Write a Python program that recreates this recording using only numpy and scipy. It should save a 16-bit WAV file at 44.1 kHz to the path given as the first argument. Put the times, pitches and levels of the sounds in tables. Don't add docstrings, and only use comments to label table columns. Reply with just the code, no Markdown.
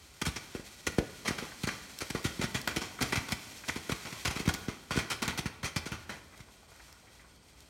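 import sys
import numpy as np
from scipy import signal
from scipy.io import wavfile
from scipy.ndimage import uniform_filter1d

SR = 44100
rng = np.random.default_rng(int(sys.argv[2]) if len(sys.argv) > 2 else 0)


def to_wav(s):
    ch = np.atleast_2d(s).T
    pcm = np.round(np.clip(ch, -1, 1) * 32767)
    wavfile.write(sys.argv[1], SR, pcm.astype(np.int16))


N = 339129
BINS = np.fft.rfftfreq(2048, 1 / SR)

# (time [s], slap level [dB], sinking time from slap to thud [s],
# sheet's 1/e settling time [s], thud level [dB], thud pitch [Hz])
APPLES = [(.215, -31, .007, 0.0055, -27.5, 252), (0.253, -34.5, 0.02, 0.0057, -25, 135),
          (.264, -38.5, 0.022, 0.012, -26, 106), (0.36, -38.5, 0.0065, 0.015, -42, 251),
          (0.548, -45, 0.0041, 0.021, -25, 285), (.592, -56, 0.0043, .02, -34, 310),
          (.867, -30, 0.0075, 0.008, -22, 284), (.983, -31.5, 0.0036, 0.0068, -12.5, 295),
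          (1.25, -40, 0.015, .06, -48, 250), (1.276, -34, 0.013, .012, -25.5, 246),
          (1.307, -41, 0.0028, 0.015, -23, 255), (1.381, -38, 0.0072, 0.02, -32.5, 360),
          (1.422, -44.5, 0.0045, 0.037, -31.5, 328), (1.634, -35, 0.007, 0.01, -23.5, 174),
          (1.671, -36.5, 0.0051, 0.037, -26, 276), (2.006, -37, 0.016, 0.012, -29, 345),
          (2.101, -34.5, 0.006, 0.0064, -30, 228), (2.148, -37, 0.0028, 0.025, -23.5, 318),
          (2.242, -34, 0.012, 0.026, -20.5, 182), (2.392, -46, .005, 0.02, -25.5, 188),
          (2.412, -34, 0.0061, 0.027, -24.5, 204), (2.436, -34.5, 0.0072, .012, -23, 180),
          (2.545, -32.5, .008, 0.023, -28.5, 192), (2.674, -35, 0.0044, 0.03, -32.5, 175),
          (2.762, -33, .01, 0.011, -24.5, 240), (2.81, -39, 0.0095, 0.043, -38, 300),
          (3.007, -32.5, 0.0076, 0.037, -25.5, 236), (3.021, -34, 0.0095, 0.0061, -27, 160),
          (3.123, -33.5, 0.0088, 0.019, -25.5, 320), (3.156, -30, .004, 0.018, -31, 168),
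          (3.173, -42, 0.0053, 0.021, -24.5, 136), (3.286, -38.5, 0.005, 0.0042, -56, 250),
          (3.306, -43.5, 0.011, 0.012, -39, 200), (3.32, -29.5, 0.0081, .005, -25, 151),
          (3.68, -35, .012, 0.017, -31, 258), (3.757, -39.5, 0.0073, 0.018, -28.5, 237),
          (3.893, -36.5, 0.0046, 0.023, -23.5, 306), (3.917, -32.5, 0.0065, 0.0058, -25, 149),
          (4.051, -42.5, 0.0039, 0.047, -40, 145), (4.125, -44.5, 0.0028, 0.037, -37.5, 176),
          (4.25, -29.5, 0.0075, 0.023, -33, 130), (4.271, -34, .011, 0.0036, -26.5, 98),
          (4.304, -37.5, 0.0062, 0.018, -37, 167), (4.357, -39.5, 0.0084, 0.023, -29, 250),
          (4.394, -36.5, 0.0099, 0.013, -25.5, 246), (4.455, -39.5, 0.0067, .03, -32, 220),
          (4.477, -34.5, .003, .005, -16.5, 178), (4.488, -30.5, 0.0032, .014, -29, 147),
          (4.538, -37.5, 0.0072, 0.0095, -32, 230), (4.682, -41.5, 0.0042, 0.033, -22.5, 230),
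          (4.907, -36, 0.0065, 0.068, -32, 161), (4.953, -44, 0.0086, 0.027, -24, 244),
          (4.966, -34.5, 0.011, 0.027, -19, 214), (4.989, -33.5, 0.0031, .016, -42, 185),
          (5.101, -31, 0.019, 0.017, -48, 175), (5.22, -33.5, 0.0075, 0.028, -30, 226),
          (5.278, -33.5, 0.0033, 0.033, -26.5, 155), (5.376, -34, 0.018, 0.01, -25, 155),
          (5.457, -38, 0.0038, 0.015, -24, 173), (5.63, -40.5, 0.01, 0.019, -30, 116),
          (5.644, -35, 0.02, 0.019, -41, 170), (5.761, -30, 0.00536, 0.015, -24.5, 165),
          (5.857, -41.5, 0.0096, 0.025, -32, 228), (5.918, -40, 0.0039, 0.033, -31.5, 138),
          (6.093, -40, 0.0032, 0.042, -36, 198), (6.401, -54, .008, 0.0077, -42.5, 109)]


def amp(db):
    return 10 ** (np.asarray(db) / 20)


def unit_rms(x):
    return x / np.sqrt(np.mean(x ** 2) + 1e-20)


def read_curve(points, hz):
    f, value = np.transpose(points)
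    return np.interp(np.log(hz + 1), np.log(f + 1), value)


def add(mix, s, sound):
    part = mix[max(round(s * SR), 0):][:len(sound)]
    part += sound[:len(part)]


def colour(x, curve_db):
    log_gain = np.log(amp(np.r_[curve_db, curve_db[-2:0:-1]]))
    taps = np.fft.ifft(np.exp(np.conj(signal.hilbert(log_gain)))).real
    return signal.oaconvolve(x, taps)[:len(x)]


def spectrum(points):
    curve_db = read_curve(points, BINS)
    return curve_db - 10 * np.log10(np.mean(amp(curve_db) ** 2))


def resonance(hz, width_hz):
    return -20 * np.log10(1 + ((BINS - hz) / width_hz) ** 2)


def high_pass(x, hz, order):
    return signal.sosfilt(signal.butter(order, hz, "highpass", fs=SR, output="sos"), x)


def wander(size, span):
    return unit_rms(uniform_filter1d(uniform_filter1d(rng.standard_normal(size), span), span))


def crackle(size, per_s, spread_db):
    strength = amp(spread_db * np.minimum(rng.exponential(1, size), 4))
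    polarity = rng.choice([-1., 1.], size)
    fires = rng.random(size) < per_s / SR
    return unit_rms(strength * polarity * fires)


def chance_events(span, count, spread_db):
    jitter, weakness = rng.random((count, 2)).T
    times = span[0] + (np.arange(count) + jitter) / count * (span[1] - span[0])
    return np.c_[times, -spread_db * weakness]


def air(level_db=-60):
    # (frequency [Hz], relative level [dB])
    air_tone = [(20, -11), (40, 6), (62, 7), (100, 0), (170, -1), (400, -8), (1000, -12.5), (2200, -19),
                (5000, -19), (7000, -41), (10000, -44), (16000, -49)]
    return amp(level_db) * colour(rng.standard_normal(N), spectrum(air_tone))


def insects(level_db=-75, hz=8400, width_hz=450):
    chorus = colour(rng.standard_normal(N), resonance(hz, width_hz))
    return amp(level_db) * unit_rms(chorus)


def shake_db(s):
    # (time [s], level [dB])
    shaking = [(0, -56), (.7, -52), (1.15, -54), (1.4, -51.5), (2.3, -49.5), (2.95, -51.5), (3.15, -48),
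               (3.65, -49.5), (4.2, -48.5), (4.9, -58.5), (5.6, -63), (5.95, -61), (6.3, -59.5),
               (6.65, -61), (6.88, -57), (7.02, -61), (7.45, -64), (7.69, -59.5)]
    return np.interp(s, *np.transpose(shaking))


def leaves(level_db=-0.5, flutter_db=1.5):
    # (frequency [Hz], relative level [dB])
    leaf_tone = [(60, -33), (300, 1.5), (900, -0.5), (2200, 2), (4000, 4), (6000, 1.5), (9000, -3),
                 (12000, -6.5), (16000, -17.5)]
    flurries = wander(N, 1200)
    envelope = amp(shake_db(np.arange(N) / SR) + level_db + flutter_db * flurries)
    brushing = envelope * crackle(N, per_s=7000, spread_db=-0.5)
    return colour(brushing, spectrum(leaf_tone))


def snaps(level_db=4, decay_s=0.0019, twig_boost_db=11):
    # (time [s], level [dB])
    cracks = [(1.672, -35), (1.988, -30), (2.615, -32), (2.676, -23.5), (3.025, -23), (4.489, -29),
              (4.54, -27), (5.227, -29), (5.279, -26), (6.377, -49), (6.927, -45), (7.605, -48)]
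    # (frequency [Hz], relative level [dB])
    crack_tone = [(300, -67), (1500, -31), (3500, 1), (8000, -4.5), (16000, -12.5)]
    out, t = np.zeros(N), np.arange(SR // 20) / SR
    twigs = [(s, shake_db(s) + twig_boost_db + db)
             for s, db in chance_events((0, N / SR), count=20, spread_db=9)]
    for s, db in cracks + twigs:
        burst = rng.standard_normal(len(t)) * np.exp(-t / decay_s)
        tick = colour(burst, spectrum(crack_tone))
        add(out, s, amp(db + level_db) * tick / abs(tick).max())
    return out


def knocks(firm_db=-24, firm_decay_s=0.0035, glance_db=13.5, rise_share=0.46,
           probing_s=(6.3, 7.3), scrape_db=-50, scrape_hz=1350, scrape_octaves=0.55):
    # (time [s], peak level [dB], pitch [Hz])
    branch_hits = [(.365, -48, 1530), (0.983, -27.5, 1920), (1.26, -31, 1790), (1.517, -36.5, 1360),
                   (1.689, -20, 1970), (2.674, -18.5, 1350), (2.988, -33.5, 1450), (3.128, -22, 1450),
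                   (3.636, -36.5, 1850), (3.695, -19, 1750), (4.908, -23, 1097), (6.093, -32, 1660),
                   (6.333, -47, 1570), (6.714, -45, 1305), (6.795, -44, 1470), (6.961, -56, 1530),
                   (7.191, -48.5, 1830)]
    out, t = np.zeros(N), np.arange(SR // 5) / SR
    scrapes = [(s, scrape_db + db, scrape_hz * 2 ** (scrape_octaves * rng.standard_normal()))
               for s, db in chance_events(probing_s, count=12, spread_db=4)]
    for s, db, hz in branch_hits + scrapes:
        decay_s = firm_decay_s * 2 ** ((firm_db - db) / glance_db)
        force = (1 - np.exp(-t / (rise_share * decay_s))) * np.exp(-t / decay_s)
        rattle = force * crackle(len(t), per_s=7000, spread_db=0)
        ring = colour(rattle, resonance(hz, width_hz=650))
        add(out, s, amp(db) * ring / abs(ring).max())
    return out


def thuds(glide_cycles=0.98, rise_cycles=0.75, fall_cycles=0.51, bump_db=-17, bump_s=0.0021,
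          tuft_depth=0.14, hop_s=(0.018, 0.063), hop_db=-40, hop_pitch_ratio=1.4):
    out, lead_s = np.zeros(N), 0.02
    t = np.arange(-lead_s, 2 * lead_s, 1 / SR)
    age = np.maximum(t, 0) / bump_s
    bass_bump = amp(bump_db) * age * (2 - age) * np.exp(1 - age)
    landings = [(s + sink_s, db, hz) for s, _, sink_s, _, db, hz in APPLES]
    hops = [(s + rng.uniform(*hop_s), db + hop_db, hz * hop_pitch_ratio) for s, db, hz in landings]
    for s, db, hz in landings + hops:
        cycles = glide_cycles * np.log(np.maximum(1 + t * hz / glide_cycles, 1e-3))
        swell = np.exp(-(cycles / np.where(t < 0, rise_cycles, fall_cycles)) ** 2)
        tufts = wander(len(t), 50)
        swing = np.sin(2 * np.pi * cycles) + tuft_depth * tufts
        add(out, s - lead_s, amp(db) * (swell * swing + bass_bump))
    return out


def tarp(level_db=3, first_touch=0.54, give_share=0.78, clump_db=2, fold_db=1.5,
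         usual_sink_s=0.0079, usual_settle_s=0.017, tick_db=-5, tick_decay_s=0.00056):
    # (frequency [Hz], relative level [dB])
    plastic_tone = [(30, -73), (70, 9), (150, 3.5), (350, 1), (550, -2.5), (800, -0.5), (1300, 2.5),
                    (2300, 2), (3600, 0), (6000, -3), (8000, -9.5), (10000, -9), (13000, -19.5),
                    (16000, -28)]
    out, t = np.zeros(N), np.arange(SR // 4) / SR
    octaves = np.log2(np.clip(BINS, 700, 11000) / 1400)
    for s, db, sink_s, settle_s, _, _ in APPLES:
        give_s = give_share * sink_s
        push = np.interp(t, [0, give_s], [first_touch, 1])
        settling = np.exp(-np.maximum(t - give_s, 0) / settle_s)
        clumps = amp(clump_db * wander(len(t), 50))
        folds_db = fold_db * wander(len(BINS), 16)
        creases = push * settling * clumps * crackle(len(t), per_s=16000, spread_db=3)
        slack = np.log2(sink_s / usual_sink_s)
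        taut = np.log2(usual_settle_s / settle_s)
        tilt_db_per_octave = -0.5 + 0.5 * slack + 0.45 * taut
        crunch = colour(creases, spectrum(plastic_tone) + tilt_db_per_octave * octaves + folds_db)
        burst = rng.standard_normal(len(t)) * np.exp(-t / tick_decay_s)
        tick = high_pass(burst, hz=5000, order=2)
        add(out, s, amp(db + level_db) * (crunch + amp(tick_db) * tick))
    return out


def scatter(x, t60, build_s, places):
    out, t = np.zeros(N), np.arange(SR) / SR
    place = np.arange(N) // (SR // 10) % places
    for k in range(places):
        reflections = crackle(SR, per_s=5000, spread_db=1) * (1 - np.exp(-t / build_s))
        hz, when, bands = signal.stft(reflections, SR, nperseg=256)
        fade = amp(-60 * when / read_curve(t60, hz)[:, None])
        tail = signal.istft(bands * fade, SR, nperseg=256)[1]
        send = np.sqrt(abs(uniform_filter1d(1. 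* (place == k), size=800)))
        out += signal.oaconvolve(x * send, tail / np.linalg.norm(tail))[:N]
    return out


def scene():
    # (frequency [Hz], time to fall 60 dB [s])
    wood_t60 = [(60, 2), (300, 1.95), (1500, 0.96), (4000, 0.94), (8000, 0.51), (16000, 0.94)]
    near_t60 = [(100, 0.28), (1500, 0.27), (12000, 0.093)]
    sharp = tarp() + knocks() + snaps()
    dull = thuds()
    thud_tops = high_pass(dull, hz=780, order=1)
    near = scatter(amp(-14.5) * sharp + amp(-4) * thud_tops, near_t60, build_s=0.002, places=9)
    far = scatter(amp(-10.5) * sharp + amp(-14) * thud_tops, wood_t60, build_s=0.0064, places=7)
    return (sharp + dull + near + far + leaves() + insects() + air())[None]


def record(dry):
    # (frequency [Hz], width [Hz], gain [dB])
    mic_bands = [(1450, 48, 5.5), (1780, 310, -4.5), (1950, 274, 5), (2380, 150, 3.5), (2965, 320, -10.5),
                 (3068, 350, 8.5), (3645, 440, -3.5), (4940, 155, -6.5), (10430, 580, -6.5)]
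    ripple_db = sum(db / (1 + (2 * (BINS - hz) / width) ** 2) for hz, width, db in mic_bands)
    coloured = high_pass(colour(dry[0], ripple_db), hz=44.2, order=4)
    top_cut = signal.firwin(511, cutoff=16100, window=("kaiser", 9), fs=SR)
    return signal.oaconvolve(coloured, top_cut, "same")[None]


dry = scene()
out = record(dry)
to_wav(out)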